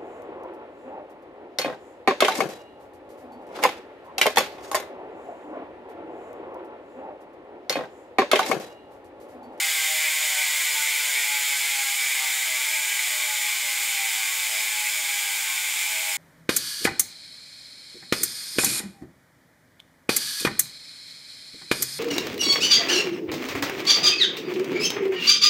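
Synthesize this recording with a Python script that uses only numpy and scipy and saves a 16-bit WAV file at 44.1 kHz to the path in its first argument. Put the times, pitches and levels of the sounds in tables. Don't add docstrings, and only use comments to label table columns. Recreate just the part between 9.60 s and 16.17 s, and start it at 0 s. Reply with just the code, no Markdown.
import sys
import numpy as np
from scipy import signal
from scipy.fft import rfft, irfft, next_fast_len
from scipy.io import wavfile
from scipy.ndimage import uniform_filter1d

SR = 44100
rng = np.random.default_rng(int(sys.argv[2]) if len(sys.argv) > 2 else 0)


def output_pcm(signal):
    pcm = np.clip(np.atleast_2d(signal).T, -1, 1) * 32767
    wavfile.write(sys.argv[1], SR, np.round(pcm).astype(np.int16))


def gain_from_db(level_db):
    decades = np.asarray(level_db, float) / 20
    return 10 ** decades


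N = 289704
T = np.arange(N) / SR
TEETH = 69

# t/s, tooth-passing rate f/Hz
WHEEL_SPEED = [(0.0, 160), (0.73, 152.4), (1.46, 145), (2.19, 136.5), (2.92, 127.4), (3.65, 122.2),
               (4.38, 113.5), (5.11, 106.6), (5.84, 98.65), (6.57, 90.3)]


def evened(x):
    return x / np.sqrt(np.mean(x ** 2) + 1e-20)


def read(points, hz):
    f, value = np.transpose(points)
    return np.interp(np.log(hz + 1), np.log(f + 1), value)


def causal(power, size=4096):
    log_gain = np.log(power + 1e-10) / 2
    phase = -signal.hilbert(log_gain).imag
    return np.fft.ifft(np.exp(log_gain + 1j * phase)).real[:size]


def bump(s, length):
    return np.exp(-(2 * (T - s) / length) ** 2)


def band_of(x, edges):
    sos = signal.butter(3, edges, "band", fs=SR, output="sos")
    return signal.sosfiltfilt(sos, x)


def room_noise():
    # f/Hz, density level/dB per Hz
    ventilation = [(12, -37), (20, -7), (65, -4), (135, -9), (221, 1), (274, -6), (308, -4.5), (330, -3),
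                   (430, 2), (730, -120)]
    # f/Hz, rms level/dB
    hum_lines = [(30.2, -83.5), (60.1, -79.5), (90.2, -81), (120.2, -83.5), (165, -82), (231, -83.5),
                 (360.5, -69.5)]
    hz = np.fft.rfftfreq(N, 1 / SR)
    noise = irfft(rfft(rng.standard_normal(N)) * gain_from_db(read(ventilation, hz)), N)
    hum = sum(np.sqrt(2) * gain_from_db(db) * np.sin(2 * np.pi * (f * T + rng.random())) for f, db in hum_lines)
    return gain_from_db(-68.5) * evened(noise) + hum


def tail():
    # f/Hz, t60/s
    wall_decay = [(300, 1.3), (2000, 0.97), (6000, 3), (15000, 1)]
    # f/Hz, level/dB
    reverberant_share = [(300, -6), (800, -3), (1400, 2), (2500, 8.5), (15000, 10.5)]
    spacing = 12
    taps = np.zeros(SR // 3)
    slots = np.arange(120, len(taps) - 20, spacing)
    signs = rng.choice([-1., 1.], len(slots))
    taps[slots + rng.integers(0, spacing, len(slots))] = signs * np.sqrt(spacing)
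    hz, t, z = signal.stft(taps, SR, nperseg=128)
    t60 = np.clip(read(wall_decay, hz), .45, 2)[:, None]
    energy = SR * t60 / (2 * np.log(1000))
    decay = gain_from_db(read(reverberant_share, hz)[:, None] - 60 * t / t60)
    return signal.istft(z * decay / np.sqrt(energy), SR, nperseg=128)[1]


def walls(x, turns, count=15, per_turn=.57):
    size = next_fast_len(len(x) + SR // 2)
    out = rfft(x, size)
    for k in range(count):
        away = (turns * per_turn * count - k + count / 2) % count - count / 2
        share = np.cos(np.pi / 2 * np.clip(away, -1, 1))
        out = out + rfft(share * x, size) * rfft(tail(), size)
    return irfft(out, size)[:len(x)]


def scatter(spread_s=0.00168):
    lag = uniform_filter1d(rng.standard_normal(2049), size=90)
    lag = spread_s * (lag - lag.min()) / np.ptp(lag)
    return irfft(np.exp(-2j * np.pi * np.cumsum(lag) * SR / 4096))


def body():
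    # f/Hz, density level/dB per Hz
    snap_colour = [(250, -60), (350, -23.5), (480, -28.5), (570, -17.5), (700, -41), (990, -14.5),
                   (1370, -18), (1800, -28.5), (2800, -17.5), (4600, -14), (5500, -16.5), (8000, -14.5),
                   (10550, -20), (15800, -20)]
    # f/Hz, bandwidth/Hz, level/dB
    wheel_modes = [(436.6, 7.5, -13.5), (633, 77, -10), (824.4, 83, -3), (844.4, 26, -6), (903, 38, -6),
                   (1080, 85, -12.5), (1215, 77, -15), (1483, 24, -7), (1605, 170, -9.5), (1750, 56, -17),
                   (1995, 115, -3.5), (2120, 96, 1), (2300, 332, -1), (2284, 22, -1), (3033, 240, -9),
                   (3386, 210, -8), (3667, 155, -9.5), (4120, 90, -12), (5035, 113, -11.5),
                   (6060, 150, -17.5), (7100, 420, -8.5), (7660, 290, -13), (8320, 490, -13),
                   (9150, 350, -14.5), (10050, 280, -18), (11440, 590, -21), (11940, 440, -19),
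                   (13820, 400, -25), (15700, 400, -31)]
    hz = abs(np.fft.fftfreq(2 ** 14, 1 / SR))
    peaks = sum(gain_from_db(2 * db) / (1 + (2 * (hz - f) / width) ** 2) ** 1.37 for f, width, db in wheel_modes)
    steep_bass = 1 / (1 + (360 / (hz + 1)) ** 9)
    return causal((gain_from_db(2 * read(snap_colour, hz)) + peaks) * steep_bass)


def train(at, heights):
    near = np.floor(at * SR).astype(int)[:, None] + np.arange(-7, 9)
    off = near - at[:, None] * SR
    shape = np.sinc(off) * np.cos(np.pi * off / 16) ** 2
    places = np.clip(near + SR, 0, N + SR).ravel()
    return np.bincount(places, (heights[:, None] * shape).ravel(), N + SR + 1)[:-1]


def pawls(jitter_s=.000035, spread_db=1.7, tooth_error=0.0074, bounce_db=-9, bounce_s=0.000591):
    # place in tooth/1, spring level/dB, wobble once a turn/teeth, wobble thrice a turn/teeth
    pawl_set = [
        (.02, 2, 0.0304, 0.0159),
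        (.2, -14.5, 0.0582, 0.025),
        (.37, -7.5, 0.036, 0.019),
        (.55, -6.5, 0.0472, 0.019),
        (.68, -8.5, 0.041, 0.018),
        (.87, -11, 0.0552, 0.023),
    ]
    t = np.arange(-SR, N) / SR
    passed = np.cumsum(np.interp(t, *np.transpose(WHEEL_SPEED))) / SR
    tooth = np.arange(1200)
    ring = rng.standard_normal(TEETH)
    out = 0
    for k, (place, db, once, thrice) in enumerate(pawl_set):
        angle = 2 * np.pi * (tooth / TEETH + k / len(pawl_set))
        late, hard, late_again, hard_again = rng.standard_normal(size=(len(tooth), 4)).T
        cut = tooth_error * ring[(tooth + k * TEETH // len(pawl_set)) % TEETH]
        wobble = once * np.sin(angle) + thrice * np.sin(3 * angle + k)
        due = tooth + place + wobble + cut
        at = np.interp(due, passed, t, right=N / SR + 1) + jitter_s * late
        rebound = at + bounce_s * (1 + .15 * late_again)
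        out = out + train(at, gain_from_db(db + spread_db * hard))
        out = out + train(rebound, gain_from_db(db + bounce_db + 0.5 * hard_again))
    return out, passed / TEETH


def hub():
    slowed_hz = WHEEL_SPEED[0][1] - np.interp(T, *np.transpose(WHEEL_SPEED))
    clicks, turns = pawls()
    response = np.convolve(body(), scatter())
    ringing = signal.fftconvolve(clicks, response)[:len(clicks)]
    buzz = walls(ringing, turns)
    buzz = (buzz / np.sqrt(uniform_filter1d(buzz ** 2, size=SR // 2)))[SR:]
    low = signal.sosfiltfilt(signal.butter(2, 5000, fs=SR, output="sos"), buzz)
    treble_db = -0.06 + 0.0182 * slowed_hz
    level_db = -23 - 0.0529 * slowed_hz
    return gain_from_db(level_db) * (low + gain_from_db(treble_db) * (buzz - low))


def gripped(buzz):
    # lower f/Hz, upper f/Hz
    ring_halves = [(1800, 2220), (2220, 2700)]
    # t/s, level/dB, length/s
    grip_surges = [(0.48, 3, 0.04), (0.833, 2, 0.086), (1.302, 3, 0.053), (1.602, 2, 0.11),
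                   (2.535, 1.5, 0.093), (3.149, 2, 0.048), (3.85, 0.5, 0.13), (4.05, -1.5, .2),
                   (4.405, 2.5, 0.12), (4.65, 2, 0.068), (5.27, 5, 0.033), (6.362, 1.5, 0.12)]
    lean_db = (-1.5 + 1.0 * T) / 2
    surge_db = sum(db * bump(s, length) for s, db, length in grip_surges)
    surge_db = surge_db - surge_db.mean()
    lower, upper = (band_of(buzz, edges) for edges in ring_halves)
    return buzz + (gain_from_db(surge_db - lean_db) - 1) * lower + (gain_from_db(surge_db + lean_db) - 1) * upper


def swelled(buzz):
    # lower f/Hz, upper f/Hz
    rim_ranges = [(720, 960), (520, 720), (960, 1300)]
    rim_modes = [830, 625, 1120]
    # rest level/dB, sink/dB per s, swell once a turn/dB, loudest place in the turn/1
    rim_swell = [(-48.5, -0.44, 3, 0.72), (-52, 1.7, 1.8, 0.4), (-50, .2, 0.9, .2)]
    # t/s, peak level/dB, length/s
    upper_blooms = [(0.043, -45.5, 0.062), (0.34, -46, 0.053), (0.777, -49, 0.11), (1.174, -42, 0.074),
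                    (1.73, -43.5, 0.1), (1.924, -46, 0.034), (2.174, -44, 0.081), (2.31, -46.5, 0.038),
                    (2.63, -41.5, 0.057), (3.114, -52, 0.18), (3.708, -41.5, 0.053), (3.855, -50, .08),
                    (4.433, -38, 0.072), (4.593, -47, 0.047), (5.182, -46, .05), (5.24, -45, 0.035),
                    (5.507, -51, .15), (5.693, -48, 0.09), (6.284, -46, 0.042), (6.5, -48, .14)]
    lower_blooms = [(0.352, -50, 0.091), (0.465, -50, 0.035), (0.652, -49, 0.061), (0.79, -51, 0.05),
                    (1.533, -56, 0.053), (2.933, -52, .1), (3.148, -61, 0.056), (3.56, -52.5, 0.18),
                    (4.055, -51, 0.062), (4.95, -48, 0.066), (5.402, -54, 0.068), (6.4, -47, 0.087),
                    (6.49, -48.5, 0.047)]
    top_blooms = [
        (2.632, -48, .08),
        (3.0, -54, .12),
        (3.593, -51, 0.081),
        (3.9, -49, 0.055),
        (4.676, -50, 0.2),
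        (5.93, -49, 0.089),
    ]
    pure = 0.71
    settle = 0.54
    speed = np.interp(T, *np.transpose(WHEEL_SPEED))
    teeth = np.cumsum(speed) / SR
    out = buzz
    all_blooms = (upper_blooms, lower_blooms, top_blooms)
    for edges, hz, rule, blooms in zip(rim_ranges, rim_modes, rim_swell, all_blooms):
        rest_db, sink_db, swell_db, place = rule
        facing = np.cos(2 * np.pi * (teeth / TEETH - place))
        wanted = gain_from_db(2 * (rest_db - sink_db * T + swell_db * facing))
        for s, db, length in blooms:
            power = gain_from_db(2 * db) * bump(s, length)
            overtone = np.round(hz / np.interp(s, T, speed))
            tone = np.sqrt(2 * pure * power) * np.exp(2j * np.pi * overtone * teeth)
            wanted = wanted + (1 - pure) * power
            out = out + (tone * np.exp(-1j * np.angle(tone @ buzz))).real
        band = band_of(buzz, edges)
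        power = uniform_filter1d(uniform_filter1d(band ** 2, size=1500), size=1500)
        lift_db = np.clip(settle * 10 * np.log10(wanted / (power + 1e-12)), -12, 8)
        out = out + (gain_from_db(lift_db) - 1) * band
    return out


def scene():
    return np.tile(swelled(gripped(hub())) + room_noise(), (2, 1))


def roll_off(x):
    return signal.sosfilt(signal.butter(12, 16860, fs=SR, output="sos"), x)


def record(dry):
    lowpass = signal.firwin(1501, 15740, window=("kaiser", 9), fs=SR)
    dry = signal.oaconvolve(dry, lowpass[None], "same")
    dry = dry * np.minimum(T / .001, 1)
    start = 629
    hz, t, z = signal.stft(dry[0, start:], SR, window="cosine", nperseg=2048)
    band = np.clip(hz // 1400, 0, 15).astype(int)
    filled = (rng.random((16, len(t))) < .018)[band] * (hz[:, None] > 4200)
    scrambled = z * filled * np.exp(2j * np.pi * rng.random(z.shape))
    side = gain_from_db(-2.5) * signal.istft(scrambled, SR, window="cosine", nperseg=2048)[1]
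    side = np.pad(side, (start, 0))[:N]
    return roll_off(dry + np.array([side, -side]))


dry = scene()
out = record(dry)
output_pcm(out)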